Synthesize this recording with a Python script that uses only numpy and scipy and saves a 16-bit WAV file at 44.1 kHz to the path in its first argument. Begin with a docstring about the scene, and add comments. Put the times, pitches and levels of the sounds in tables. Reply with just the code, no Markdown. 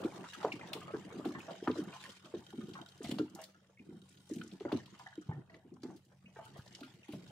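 """Sinkers on a wet fishing net thump the hollow hull as it is hauled over a wooden roller into a small boat
at night: damped plank and hull modes. Floats clack and small sinkers touch as clusters of damped modes; hard
edges slap the rail. Mesh snaps, rustle, spray, rope drag and lapping water are shaped noise with small tones.
The axle ticks into the roller's resonances. Behind: keel swell, sea hiss and faint unsteady engine tones."""
import sys
import numpy as np
from scipy import signal
from scipy.fft import rfft, irfft, next_fast_len
from scipy.io import wavfile
from scipy.ndimage import uniform_filter1d, map_coordinates

SR = 44100
rng = np.random.default_rng(int(sys.argv[2]) if len(sys.argv) > 2 else 0)


def dump_mix(stems):
    """Bounce the given channels to the path in sys.argv[1] as a 16-bit WAV at rate SR."""
    frames = np.atleast_2d(stems).T  # one column per channel
    limited = np.clip(frames, -1, 1)  # hard clip at full scale
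    pcm = np.round(limited * 32767).astype(np.int16)
    wavfile.write(sys.argv[1], SR, pcm)


N = 322363

# sinkers on the hull: t/s, peak level/dB, plank f/Hz, t60/s
HULL_THUMPS = [(.047, -24, 317, 0.091), (.443, -26.5, 431, 0.11), (.534, -40, 282, 0.095),
               (0.751, -39, 358, 0.18), (0.936, -30, 396, 0.13), (1.139, -37.5, 282.4, 0.49),
               (1.194, -34.5, 310, 0.029), (1.253, -28.5, 289, 0.23), (1.623, -32.5, 369, 0.065),
               (1.677, -22, 292.6, .15), (1.699, -27, 380, 0.052), (1.759, -36, 299, 0.3),
               (1.784, -28.5, 296, 0.11), (2.243, -51.5, 277, .19), (2.339, -31, 347.4, 0.075),
               (2.385, -44.5, 145, 0.086), (2.532, -40.5, 280, 0.13), (2.578, -33.5, 226, 0.086),
               (2.609, -50, 213, 0.18), (2.681, -40, 331, 0.1), (2.731, -52, 184, 0.14),
               (3.004, -38, 332, 0.11), (3.041, -37, 201, 0.086), (3.06, -39.5, 118, 0.18),
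               (3.09, -31.5, 304, 0.032), (3.12, -28, 247, 0.11), (3.152, -39.5, 206, 0.36),
               (3.194, -23.5, 327.3, 0.15), (3.797, -47, 204, 0.14), (3.889, -43, 270, 0.12),
               (3.917, -45, 170, 0.28), (3.96, -49, 194, 0.2), (4.309, -31.5, 309, 0.12),
               (4.348, -41.5, 209.5, 0.48), (4.398, -38, 209, 0.22), (4.439, -43, 309, 0.18),
               (4.605, -36.5, 390, 0.091), (4.65, -29.5, 313.4, 0.16), (4.725, -22.5, 360.7, 0.086),
               (4.747, -29, 236, 0.043), (5.177, -35.5, 301, 0.1), (5.288, -28.5, 139.7, 0.2),
               (5.32, -36.5, 153, 0.19), (5.357, -40.5, 129, 0.3), (5.649, -50, 293, 0.11),
               (5.712, -48.5, 252, 0.66), (5.831, -36.5, 294, 0.087), (5.844, -33.5, 300, 0.13),
               (6.241, -53.5, 184, 0.23), (6.589, -41.5, 107, 0.036), (6.812, -42.5, 269, .2),
               (6.939, -48, 151, 0.067), (7.088, -37.5, 283, 0.2), (7.133, -36.5, 201, 0.099),
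               (7.159, -42, 227, 0.056), (7.241, -53, 179, 0.16)]
# floats on the frame: t/s, peak level/dB, ring f/Hz, t60/s
FLOAT_CLACKS = [(.031, -37, 556, 0.073), (.241, -42.5, 944, 0.078), (.413, -41, 746, 0.084),
                (.43, -35.5, 794, 0.041), (.473, -39, 659, .043), (.631, -44, 860, 0.03),
                (.718, -43.5, 634, 0.18), (.773, -47.5, 1102, 0.11), (.814, -46, 1230, .1),
                (.88, -43, 1277, .16), (.936, -47.5, 1360, .056), (1.196, -40.5, 606, 0.044),
                (1.256, -34.5, 770, 0.033), (1.35, -42, 1100, 0.11), (1.481, -39.5, 643, 0.27),
                (1.674, -32.5, 1004, 0.06), (1.756, -41, 573, 0.14), (1.879, -53.5, 1023, 0.66),
                (1.929, -47.5, 1053, 0.3), (2.05, -47, 1048, .1), (2.256, -54.5, 618, 0.23),
                (2.339, -41.5, 591, 0.069), (2.528, -49, 810, 0.045), (2.608, -51, 1236, 0.1),
                (2.752, -42.5, 1065, .1), (2.789, -44.5, 886, 0.089), (2.819, -50.5, 683, 0.075),
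                (3.014, -53, 681, 0.45), (3.046, -43, 713, 0.068), (3.111, -39.5, 566, 0.086),
                (3.186, -41.5, 580, 0.033), (3.359, -49.5, 795, 0.19), (3.389, -42.5, 631, 0.14),
                (3.926, -60, 774, 0.098), (4.299, -45, 540, 0.023), (4.607, -46, 710, 0.039),
                (4.651, -32.5, 550, 0.065), (4.693, -42, 860, 0.068), (4.72, -33.5, 603, 0.086),
                (4.739, -41, 560, 0.034), (4.941, -54, 1200, 0.076), (4.996, -45, 980, 0.12),
                (5.063, -46.5, 769, 0.091), (5.114, -58.5, 850, 0.13), (5.293, -43.5, 835, .11),
                (5.313, -42, 840, 0.048), (5.366, -53.5, 788, 0.092), (5.498, -58, 649, 0.36),
                (5.543, -60, 631, 0.23), (5.834, -55, 848, 0.56), (5.901, -49.5, 777, 0.09),
                (6.115, -61.5, 577, 0.12), (6.36, -49, 886, 0.66), (6.389, -41, 684, 0.11),
                (6.81, -50, 629, .1), (7.084, -52.5, 802, .1), (7.134, -45, 583, 0.056)]
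# wet strands parting: t/s, level/dB, band centre f/Hz, treble level/dB, t60/s
MESH_SNAPS = [(0.0373, -38, 3060, -21, .057), (0.3316, -37, 2870, -17, 0.1), (.4288, -39.5, 3200, -24, .1),
              (0.5223, -35.5, 3860, -13, .046), (.672, -42, 3420, -12, 0.043),
              (0.7312, -21, 3160, -10.5, 0.024), (0.965, -45, 3650, -24, 0.032),
              (1.2494, -36.5, 2930, -13, 0.065), (1.287, -44, 3800, -8, 0.045),
              (1.3912, -46, 3150, -2, 0.035), (1.506, -44, 3470, -18, 0.11),
              (1.6357, -43, 2960, -12, 0.019), (1.6746, -36, 2950, -45, 0.036),
              (1.7122, -32, 3130, -31, .014), (1.8356, -46, 5000, 2, 0.027), (1.936, -43, 3150, -15, 0.054),
              (2.2463, -49, 3200, -22, 0.13), (2.3464, -48, 3450, -26, 0.056), (2.38, -51, 3770, -10, .058),
              (2.4314, -67, 5030, -15, 0.026), (2.6867, -50, 4500, -3, .04),
              (2.7339, -40.5, 3400, -26, 0.051), (2.8856, -41.5, 4240, -12, 0.021),
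              (2.976, -48, 4520, -21, 0.023), (3.0194, -51, 3300, -16, 0.23),
              (3.029, -41.5, 6800, -29, 0.1), (3.0417, -37, 3400, -10, 0.09),
              (3.0846, -45, 3120, -3, 0.057), (3.1115, -29, 3140, -9, 0.038),
              (3.1844, -29, 3320, -18, 0.03), (3.297, -49, 5450, -7, .02),
              (3.3488, -35.5, 5130, -0.5, 0.022), (3.414, -36.5, 5700, 2, 0.021),
              (3.4379, -31, 4160, -5, 0.013), (4.091, -46.5, 7050, -49, 0.021),
              (4.1715, -50, 3480, -33, 0.038), (4.291, -40.5, 6230, -26, 0.024),
              (4.335, -35.5, 6300, -41, 0.021), (4.358, -39, 3220, 0, 0.016),
              (4.3824, -43, 2890, -13, .027), (4.413, -36, 2690, -21, 0.026),
              (4.434, -43, 6250, -20, 0.026), (4.476, -40.5, 6050, -50, 0.014),
              (4.5133, -44, 3350, -26, 0.032), (4.5994, -43, 3100, -30, 0.026),
              (4.689, -50, 2820, -32, 0.061), (4.7197, -31, 3070, -19, 0.044),
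              (4.7704, -41.5, 4100, -11, 0.029), (4.8578, -40.5, 3360, -12, 0.021),
              (4.9895, -45.5, 4330, -8, .045), (5.0848, -49, 3770, -33, 0.022),
              (5.212, -52.5, 6500, -31, .03), (5.498, -60, 3980, -22, .08),
              (5.542, -51.5, 3280, -23, 0.075), (5.738, -57, 5500, -20, 0.033),
              (5.8194, -50, 4450, -18, 0.02), (5.8313, -39, 4070, -14, 0.03), (5.961, -54, 4140, -1, 0.11),
              (6.05, -54.5, 5500, 1, 0.017), (6.451, -45, 3530, 2, 0.025), (6.569, -51.5, 3960, -4, 0.19),
              (6.658, -47, 4480, -10, .03), (6.6764, -40, 4040, -38, .014), (6.725, -44, 4500, -28, 0.018),
              (6.7488, -31, 4430, -36, 0.016), (6.8053, -40.5, 3640, -9, 0.036),
              (6.8307, -43.5, 3000, -17, 0.13), (6.9367, -51, 2880, -9, 0.041),
              (7.081, -47, 2730, -12, 0.12), (7.1207, -43.5, 2860, -8.5, 0.13),
              (7.2747, -47, 3900, -16, 0.05)]


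def thumps():
    """The struck plank's pitch sinks slightly; hull modes near it answer, the higher dying sooner."""
    # hull modes: f/Hz, level/dB
    hull_modes = [(98, -5), (125, -5), (155, -8.5), (186, -13), (222, -1), (255, -0.5), (305, 2), (345, 2),
                  (380, 0.5), (430, 4.5), (480, 0), (560, -5.5)]
    contact_s = 0.0058
    out, t = np.zeros((2, N)), np.arange(SR // 5) / SR
    hz, mode_db = np.transpose(hull_modes)[:, :, None]
    for s, db, plank_hz, t60_s in HULL_THUMPS:
        level_chance, phase_chance = rng.standard_normal((2, len(hull_modes), 1))
        near_db = -np.minimum(30 * np.abs(np.log2(hz / plank_hz)) ** 1.69, 20.5)
        plank_t60_s = max(t60_s, 0.02)
        mode_t60_s = plank_t60_s * (plank_hz / hz) ** 0.92
        mode_gain = amp(mode_db + near_db + 3.3 * level_chance - 60 * t / mode_t60_s)
        hull = mode_gain * np.cos(2 * np.pi * hz * t + 1.82 * phase_chance)
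        plank_cycles = plank_hz * np.cumsum(1 + 0.12 * np.exp(-t / 0.014)) / SR
        plank = amp(-60 * t / plank_t60_s) * np.sin(2 * np.pi * plank_cycles)
        # force builds up over the contact time
        force = np.sin(np.pi / 2 * np.minimum(t / contact_s, 1)) ** 2
        ring = (plank + 1.09 * hull.sum(axis=0)) * force
        add(out, s, amp(db) * ring / np.abs(ring).max())
    return out


def slaps():
    """A hard edge strikes the rail: one sharp push and pull, then a broad woody rattle."""
    # strikes: t/s, push level/dB, centre f/Hz, rattle t60/s
    strikes = [(0.4483, -16.5, 700, 0.2), (1.256, -62, 770, 0.05), (1.6752, -20.5, 1065, 0.14),
               (3.186, -33, 930, 0.14), (4.718, -29, 930, 0.2), (5.833, -46, 1150, 0.39)]
    out, t = np.zeros((2, N)), np.arange(4096) / SR
    f = np.fft.rfftfreq(len(t), 1 / SR) + 1
    for s, db, hz, t60_s in strikes:
        push = -np.sin(2 * np.pi * hz * t) * np.exp(-(hz * t - 0.5) ** 2 / 0.14)
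        band = amp(-14 * np.log2(f / hz) ** 2)
        rattle = unit(irfft(rfft(rng.standard_normal(len(t))) * band))
        fade = amp(-60 * t / t60_s) * (1 - np.exp(-t / 0.0009))
        add(out, s, amp(db) * (push + 0.11 * rattle * fade))
    return out


def clacks():
    """Hollow floats knock on the frame and small sinkers touch: clusters of damped modes."""
    # small sinkers touching: t/s, peak level/dB, ring f/Hz, t60/s
    plinks = [(0.332, -45, 1667, 0.075), (.3482, -42, 1414, 0.04), (0.5193, -32, 2384, 0.027),
              (.611, -43, 2096, .047), (1.3493, -42, 1810, .087), (1.4038, -43.5, 2560, 0.025),
              (1.6756, -43, 1344, 0.095), (1.926, -49, 2410, .07), (2.0518, -42.5, 1830, 0.046),
              (2.7661, -45.5, 1395, 0.13), (3.0464, -45.5, 2220, 0.052), (3.196, -41.5, 1400, 0.05),
              (3.5444, -58.5, 1450, 0.13), (3.7728, -57, 2200, 0.054), (3.792, -52, 2440, .031),
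              (4.4131, -40.5, 1460, 0.035), (4.6797, -43.5, 1370, 0.045), (4.7977, -51.5, 1800, 0.074),
              (5.0623, -40, 1730, .055), (5.127, -52, 1654, .04), (5.22, -55, 1430, 0.039),
              (5.3213, -48.5, 1860, 0.06), (5.4955, -52, 1890, 0.059), (5.542, -50.5, 1954, 0.031),
              (6.2575, -52, 2514, .076), (6.3583, -55.5, 1623, .089), (6.4618, -50, 1365, 0.076),
              (6.591, -55, 1440, 0.087), (6.8286, -45.5, 1378, .11), (7.0307, -51.5, 2660, .05),
              (7.0452, -54, 2100, 0.036)]
    # modes of a float: pitch ratio, level/dB
    float_modes = [(0.839, -7.5), (0.939, -2.5), (1, 4.5), (1.072, -2.5), (1.219, -4), (1.449, -4.5),
                   (1.75, -4.5), (2.2, -10.5), (2.6, -9)]
    # modes of a small sinker: pitch ratio, level/dB
    sinker_modes = [(0.902, -10), (0.968, -24.5), (0.998, -4), (1.048, -10), (1.154, -9)]
    pan_db = -0.2  # left over right
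    out = np.zeros((2, N))
    ratio, mode_db = np.transpose(float_modes)[:, :, None]
    for s, db, hz, t60_s in FLOAT_CLACKS:
        ring = ringing(hz * ratio, mode_db, t60_s, attack_s=0.00067)
        add(out, s, placed(ring, db, pan_db, lag_spread=4.8))
    ratio, mode_db = np.transpose(sinker_modes)[:, :, None]
    for s, db, hz, t60_s in plinks:
        ring = ringing(hz * ratio, mode_db, t60_s, attack_s=0.0016)
        add(out, s, placed(ring, db, pan_db, lag_spread=6.3))
    return out


def snaps():
    """Wet strands part: noise puffs in a broad band plus a treble band, partly alike left and right."""
    pan_db = np.array([[2.3 / 2], [-2.3 / 2]])  # left over right
    out, t = np.zeros((2, N)), np.arange(4096) / SR
    f = np.fft.rfftfreq(len(t), 1 / SR) + 1
    for s, db, hz, treble_db, t60_s in MESH_SNAPS:
        noise = rng.standard_normal((3, len(t)))
        pair = 0.82 * noise[0] + noise[1:]
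        treble = amp(treble_db) / (1 + (7500 / f) ** 6) / (1 + (f / 12000) ** 3)
        band = amp(-22 * np.log2(f / hz) ** 2) + treble
        fade = amp(-60 * t / max(t60_s, 0.005)) + 1.56 * amp(-60 * t / 0.025)
        puff = unit(irfft(rfft(pair) * band)) * fade * (1 - np.exp(-t / 0.0048))
        add(out, s, amp(db - 10 + pan_db) * puff)
    return out


def net(rustle, mist):
    """Mesh rustle and spray: noise gated by one crackle of contacts, plus short tones for the knots."""
    # rustle spectrum: f/Hz, level/dB
    mesh_spectrum = [(1060, -17), (1800, -2.5), (2620, -7), (2790, -0.5), (3210, -4), (3500, -5.5),
                     (5060, -8.5), (7000, -10), (9100, -23), (15400, -120)]
    # spray spectrum: f/Hz, level/dB
    spray_spectrum = [(3240, -5), (5500, -3), (5800, -5.5), (8670, -3.5), (11400, -14), (14400, -13.5),
                      (15100, -14), (15800, -28.5)]
    crackle = bursts(420, spread_db=0, life_s=0.0037)
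    knots = amp(-16.5) * rustle * droplets(count=1200, centre_hz=3950, cycles=0.71, spread_db=-3.0)
    mesh = rustle * texture(mesh_spectrum, 0.45 + crackle, patchy_db=4.5)
    spray = mist * texture(spray_spectrum, 1.2 + crackle, patchy_db=4.0)
    return knots + mesh + spray


def rope_drag(rumble):
    """Rope rumbles on the planks: low noise gated by slow random contacts."""
    # plank spectrum: f/Hz, level/dB
    plank_spectrum = [(65, -30), (110, -10.5), (189, 4.5), (242, -5), (354, -1.5), (486, -17.5),
                      (618, -28.5), (700, -21), (910, -37.5), (1540, -120)]
    grain = 0.35 + bursts(35, spread_db=6.5, life_s=0.026)
    return rumble * texture(plank_spectrum, grain, patchy_db=None)


def water(lapping):
    """Lapping is patchy, grainy noise; drips are short tones rising in pitch."""
    # lapping spectrum: f/Hz, level/dB
    water_spectrum = [(260, -18.5), (450, 0.5), (617, -1), (822, -1), (1100, -4), (1440, -8.5), (1560, -8),
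                      (2500, -20), (3250, -18), (5500, -120)]
    grain = 2.83 + bursts(70, spread_db=9.0, life_s=0.0055)
    lap = lapping * texture(water_spectrum, grain, patchy_db=5.5)
    drops = amp(-9.0) * lapping * droplets(count=900, centre_hz=1302, cycles=9.1, spread_db=3.0)
    return lap + drops


def keel(swell):
    """Swell under the keel: deep noise of wandering level."""
    # keel spectrum: f/Hz, level/dB
    keel_spectrum = [(15, -57), (25, -25), (65, -19), (115, -9), (140, -1.5), (180, -50.5), (310, -120)]
    return swell * texture(keel_spectrum, amp(2.3 * wobble(3.5)), patchy_db=None)


def sea():
    """Far sea: steady faint hiss."""
    # sea spectrum: f/Hz, level/dB
    sea_spectrum = [(100, -26), (1000, -3), (4000, 2), (9000, 11.5), (15800, 2)]
    return amp(-89.5) * texture(sea_spectrum, 1, patchy_db=None)


def hauling():
    """The haul, its strokes and the aftermath of each contact drive net, rope, water and keel."""
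    # base gains: t/s, mesh rustle level/dB, spray level/dB, lapping level/dB, keel swell level/dB
    haul = [(0.0, -71, -63.5, -49, -63), (0.3, -59, -69.5, -60.5, -85), (0.57, -66, -72.5, -56.5, -63.5),
            (1.12, -65.5, -70.5, -57.5, -64), (1.57, -62.5, -72.5, -57, -92), (1.83, -66, -75.5, -57, -70),
            (2.12, -70.5, -77.5, -67.5, -75), (2.52, -70.5, -71.5, -70, -66.5),
            (3.03, -74.5, -75, -71.5, -71), (3.26, -76.5, -77, -68, -82), (3.54, -75, -99, -75.5, -81.5),
            (3.85, -82.5, -81, -75.5, -70.5), (4.27, -81, -72, -81.5, -74), (4.78, -64.5, -79, -66, -61),
            (5.01, -71, -81, -75, -69.5), (5.46, -87.5, -94.5, -71, -69.5), (6.21, -81, -83.5, -80.5, -70),
            (6.56, -73, -82.5, -62.5, -61), (7.11, -72, -77.5, -77, -74.5), (7.31, -71, -74, -66, -57)]
    # an armful of net swings past: middle t/s, length/s, level/dB
    swishes = [(.39, 0.39, -69), (1.44, 0.29, -100), (1.79, 0.1, -61), (2.06, 0.34, -58.5), (3.1, .2, -59),
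               (3.42, 0.11, -64.5), (4.1, 0.18, -80), (4.36, 0.19, -70), (5.01, 0.27, -78),
               (5.3, 0.34, -83), (5.55, 0.13, -87), (5.9, 0.18, -74), (6.43, 0.28, -71.5),
               (6.74, 0.61, -75.5), (7.15, 0.14, -75)]
    # foot rope scrapes the planks: middle t/s, length/s, level/dB
    drags = [(.15, 0.35, -81), (.75, 0.14, -75), (1.05, 0.48, -67), (1.4, 0.083, -51), (2.7, 0.34, -51),
             (3.28, 0.11, -82), (3.92, 0.31, -60.5), (4.44, 0.73, -58.5), (4.9, 0.097, -77),
             (5.68, 0.34, -66), (5.9, 0.33, -62), (6.53, .25, -77), (7.25, .2, -60.5)]
    rustle, mist, lapping, swell = amp(curves(haul))
    # hull rumbles on after each blow
    struck = aftermath(HULL_THUMPS, level_db=-21, rise_s=0.0071, t60_s=0.54)
    # water shaken off after each float
    slosh = aftermath(FLOAT_CLACKS, level_db=-12, rise_s=0.012, t60_s=0.12)
    # rustle and spray after each snap
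    shed = aftermath(MESH_SNAPS, level_db=-27.5, rise_s=0.005, t60_s=0.21)
    moved = strokes(swishes) + shed
    rumble = amp(-1) * lapping + struck + strokes(drags)
    return (net(rustle + moved, mist + amp(-5.5) * moved) + rope_drag(rumble)
            + water(lapping + slosh) + keel(swell + amp(-18.5) * struck))


def roller():
    """The loose axle ticks fast and unevenly into the roller's resonances; each tick has a bright edge."""
    # roller resonances: f/Hz, width/Hz, level/dB
    resonances = [(1444, 41, 2), (3090, 170, -15), (3150, 73, 0), (3740, 88, -2)]
    # rattle level: t/s, level/dB
    turning = [(0, -71), (1, -77), (2, -63), (2.3, -70.5), (2.6, -65.5), (2.9, -68), (3.3, -92),
               (3.65, -94), (4, -75), (4.3, -73), (4.7, -87), (5.1, -67.5), (5.4, -81.5), (6.2, -99),
               (6.6, -100), (7.31, -70)]
    ticks_per_s, scatter, life_s, edge_db = 42, 0.3, 0.0028, -19.5
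    turns = np.cumsum(ticks_per_s * (1 + scatter * np.clip(wobble(30), -2, 2))) / SR
    starts = np.diff(np.floor(turns), prepend=0) * amp(4.6 * rng.standard_normal(N))
    ticks = signal.lfilter([1], [1, -np.exp(-1 / (life_s * SR))], starts)

    def response(f):
        edge = amp(edge_db) / (1 + (4500 / (f + 1)) ** 4) / (1 + (f / 8500) ** 6)
        ring = sum(amp(db) * 1j * f * w / (c * c - f * f + 1j * f * w) for c, w, db in resonances)
        return ring + edge

    rattle = filtered((0.21 + ticks) * rng.standard_normal((2, N)), response)
    return amp(curves(turning)[0]) * unit(rattle)


def engine():
    """Far engine: faint sines of slightly unsteady pitch and level."""
    # engine tones: f/Hz, level/dB
    engine_tones = [(94, -74.5), (140.5, -75.5), (188.5, -70)]
    # common level: t/s, level/dB
    engine_swell = [(0, 1.5), (1, 6.5), (2, 0.5), (2.4, 1), (3, 3.5), (3.65, -4.5), (4.1, 3.5), (5, -5.5),
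                    (5.6, 0), (6.2, 0), (6.8, -3.5), (7.31, -1)]
    tones = np.zeros(N)
    for hz, db in engine_tones:
        gain = amp(db - 2.5 + 3 * wobble(18))
        cycles = hz * np.cumsum(1 + 0.0071 * wobble(15)) / SR
        tones += gain * np.sin(2 * np.pi * cycles)
    return np.sqrt(2) * amp(curves(engine_swell)[0]) * tones


def boat(x, t60_s):
    """Short scattered reflections from the sides of the open boat."""
    t = np.arange(SR // 4) / SR
    tail = rng.standard_normal((2, len(t))) * amp(-60 * t / t60_s)
    return signal.fftconvolve(x, tail / np.linalg.norm(tail[0]), axes=1)[:, :N]


def ringing(hz, level_db, t60_s, attack_s):
    """Damped modes at slightly random strengths and pitches; higher modes die sooner."""
    t = np.arange(SR // 8) / SR
    level_chance, pitch_chance, phase_chance = rng.standard_normal((3, len(hz), 1))
    mode_t60_s = max(t60_s, 0.015) * np.median(hz) / hz
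    gain = amp(level_db + 2.24 * level_chance - 60 * t / mode_t60_s)
    phase = 2 * np.pi * hz * (1 + 0.013 * pitch_chance) * t + 0.87 * phase_chance
    return (gain * np.sin(phase)).sum(axis=0) * (1 - np.exp(-t / attack_s))


def placed(sound, db, pan_db, lag_spread):
    """Stereo copy at a peak level, panned, the right channel a few random samples late."""
    lag = round(abs(rng.normal(0, lag_spread)))
    pair = [sound, np.pad(sound, (lag, 0))[:len(sound)]]
    return amp(db + np.array([[pan_db / 2], [-pan_db / 2]])) * pair / np.abs(sound).max()


def droplets(count, centre_hz, cycles, spread_db):
    """Random drops or knots: short damped tones whose pitch rises a little; rms 1."""
    draw, t = rng.random((count, 4)), np.arange(450) / SR
    hz = centre_hz * 2 ** (2.4 * (draw[:, [0]] - 0.5))
    fade = np.exp(-hz * t / cycles) * (1 - np.exp(-t / 0.00075))
    tone = np.sin(2 * np.pi * hz * t * (1 + 4.0 * t)) * fade
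    size = amp(-spread_db * np.log(draw[:, [1]] + 0.035))
    where = (draw[:, [2]] * N).astype(int) + np.arange(len(t))
    left = np.cos(np.pi / 2 * (0.21 + 0.5 * draw[:, [3]]))
    sides = (left, np.sqrt(1 - left ** 2))
    return unit(np.array([np.bincount(where.ravel(), (side * size * tone).ravel(), minlength=N)[:N]
                          for side in sides]))


def bursts(rate, spread_db, life_s):
    """Envelope of rate random contacts a second, each with a quick start and exponential decay."""
    starts = (rng.random(N) < rate / SR) * amp(spread_db * np.minimum(rng.exponential(1, N), 2.5))
    return uniform_filter1d(signal.lfilter([1], [1, -np.exp(-1 / (life_s * SR))], starts), size=60)


def texture(spectrum, grain, patchy_db):
    """Stereo noise of rms 1, gated by grains, with optional patches of random gain."""
    # left-right likeness: f/Hz, correlation
    likeness = [(60, 0.66), (150, 1), (380, 0.74), (950, 0.59), (2380, 0.089), (5980, 0.022), (15000, 0.26)]
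    pair = grain * rng.standard_normal((2, N))
    if patchy_db is not None:
        pair = patches(pair, patchy_db)

    def mid_side(hz):
        turn = np.arccos(np.clip(along(likeness, hz), -1, 1)) / 2
        return amp(along(spectrum, hz)) * [np.cos(turn), np.sin(turn)]

    mid, side = filtered(pair, mid_side)
    both = np.array([mid + side, mid - side])
    # the slow level is set by the hauling, not by chance
    slow_power = np.abs(uniform_filter1d(np.mean(both ** 2, axis=0), size=SR // 4))
    return unit(both / np.sqrt(slow_power + 1e-20))


def patches(noise, patchy_db):
    """Random gain that changes slowly over time and frequency."""
    z = signal.stft(noise.astype(np.float32), nperseg=512)[2]
    field = uniform_filter1d(rng.standard_normal(z.shape[1:]), size=4, axis=0)
    field = uniform_filter1d(field, size=8, axis=1)
    gain = amp(patchy_db * unit(field)).astype(np.float32)
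    return signal.istft(z * gain, nperseg=512)[1][:, :N]


def aftermath(events, level_db, rise_s, t60_s):
    """Gain curve that swells after each event, more for longer rings, and dies away."""
    usual_t60_s = 0.096
    kicks = np.zeros(N)
    for s, db, *_, ring_t60_s in events:
        kicks[round(s * SR)] += amp(2 * (db + level_db)) * abs(ring_t60_s) / usual_t60_s
    t = np.arange(SR) / SR
    decay = amp(-120 * t / max(t60_s, 0.05)) * (1 - np.exp(-t / max(rise_s, 0.001)))
    power = signal.fftconvolve(kicks, decay)[:N]
    return np.sqrt(np.abs(power))


def strokes(events):
    """Gain curve that swells and fades smoothly around each middle."""
    t = np.arange(N) / SR
    return sum(amp(db) * np.cos(np.pi * np.clip((t - s) / max(length_s, 0.05), -0.5, 0.5)) ** 2
               for s, length_s, db in events)


def amp(db):
    """dB to gain."""
    return np.exp(np.asarray(db) * (np.log(10) / 20))


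def unit(x):
    """x at rms 1."""
    return x / np.sqrt(np.mean(x ** 2) + 1e-20)


def along(points, hz):
    """Interpolate (f/Hz, value) points on a log axis."""
    f, v = np.transpose(points)
    return np.interp(np.log(hz + 1), np.log(f + 1), v)


def curves(rows):
    """One value per sample for each column after the time."""
    s, *cols = np.transpose(rows)
    return [np.interp(np.arange(N) / SR, s, c) for c in cols]


def wobble(rate):
    """A smooth random curve, rate knots a second."""
    coarse = np.arange(0, N + 64, 64)
    knots = rng.standard_normal(int(N * rate / SR) + 4)
    return np.interp(np.arange(N), coarse, map_coordinates(knots, [coarse * rate / SR]))


def filtered(x, response):
    """x times a response of frequency."""
    m = next_fast_len(N + 8192)
    return irfft(rfft(x, m) * response(np.fft.rfftfreq(m, 1 / SR)), m)[..., :N]


def add(track, s, sound):
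    """Mix a sound into the track at time s."""
    part = track[..., round(s * SR):][..., :sound.shape[-1]]
    part += sound[..., :part.shape[-1]]


def scene():
    """Everything on deck and beyond; clacks and snaps also echo in the boat."""
    light = clacks() + snaps()
    echo = amp(-8.5) * boat(light, t60_s=0.3)
    return thumps() + slaps() + light + echo + hauling() + roller() + sea() + engine()


def record(dry):
    """Bass roll-off, right channel slightly late, nothing above the band limit."""
    top_hz, bass_hz, right_lag_s = 15750, 45, 2.4e-5

    def response(hz):
        lag = np.exp(-2j * np.pi * hz * np.array([[0], [right_lag_s]]))
        bass = (1j * hz / (bass_hz + 1j * hz)) ** 2
        return lag * bass * (hz < top_hz)

    return filtered(dry, response)


dry = scene()
out = record(dry)
dump_mix(out)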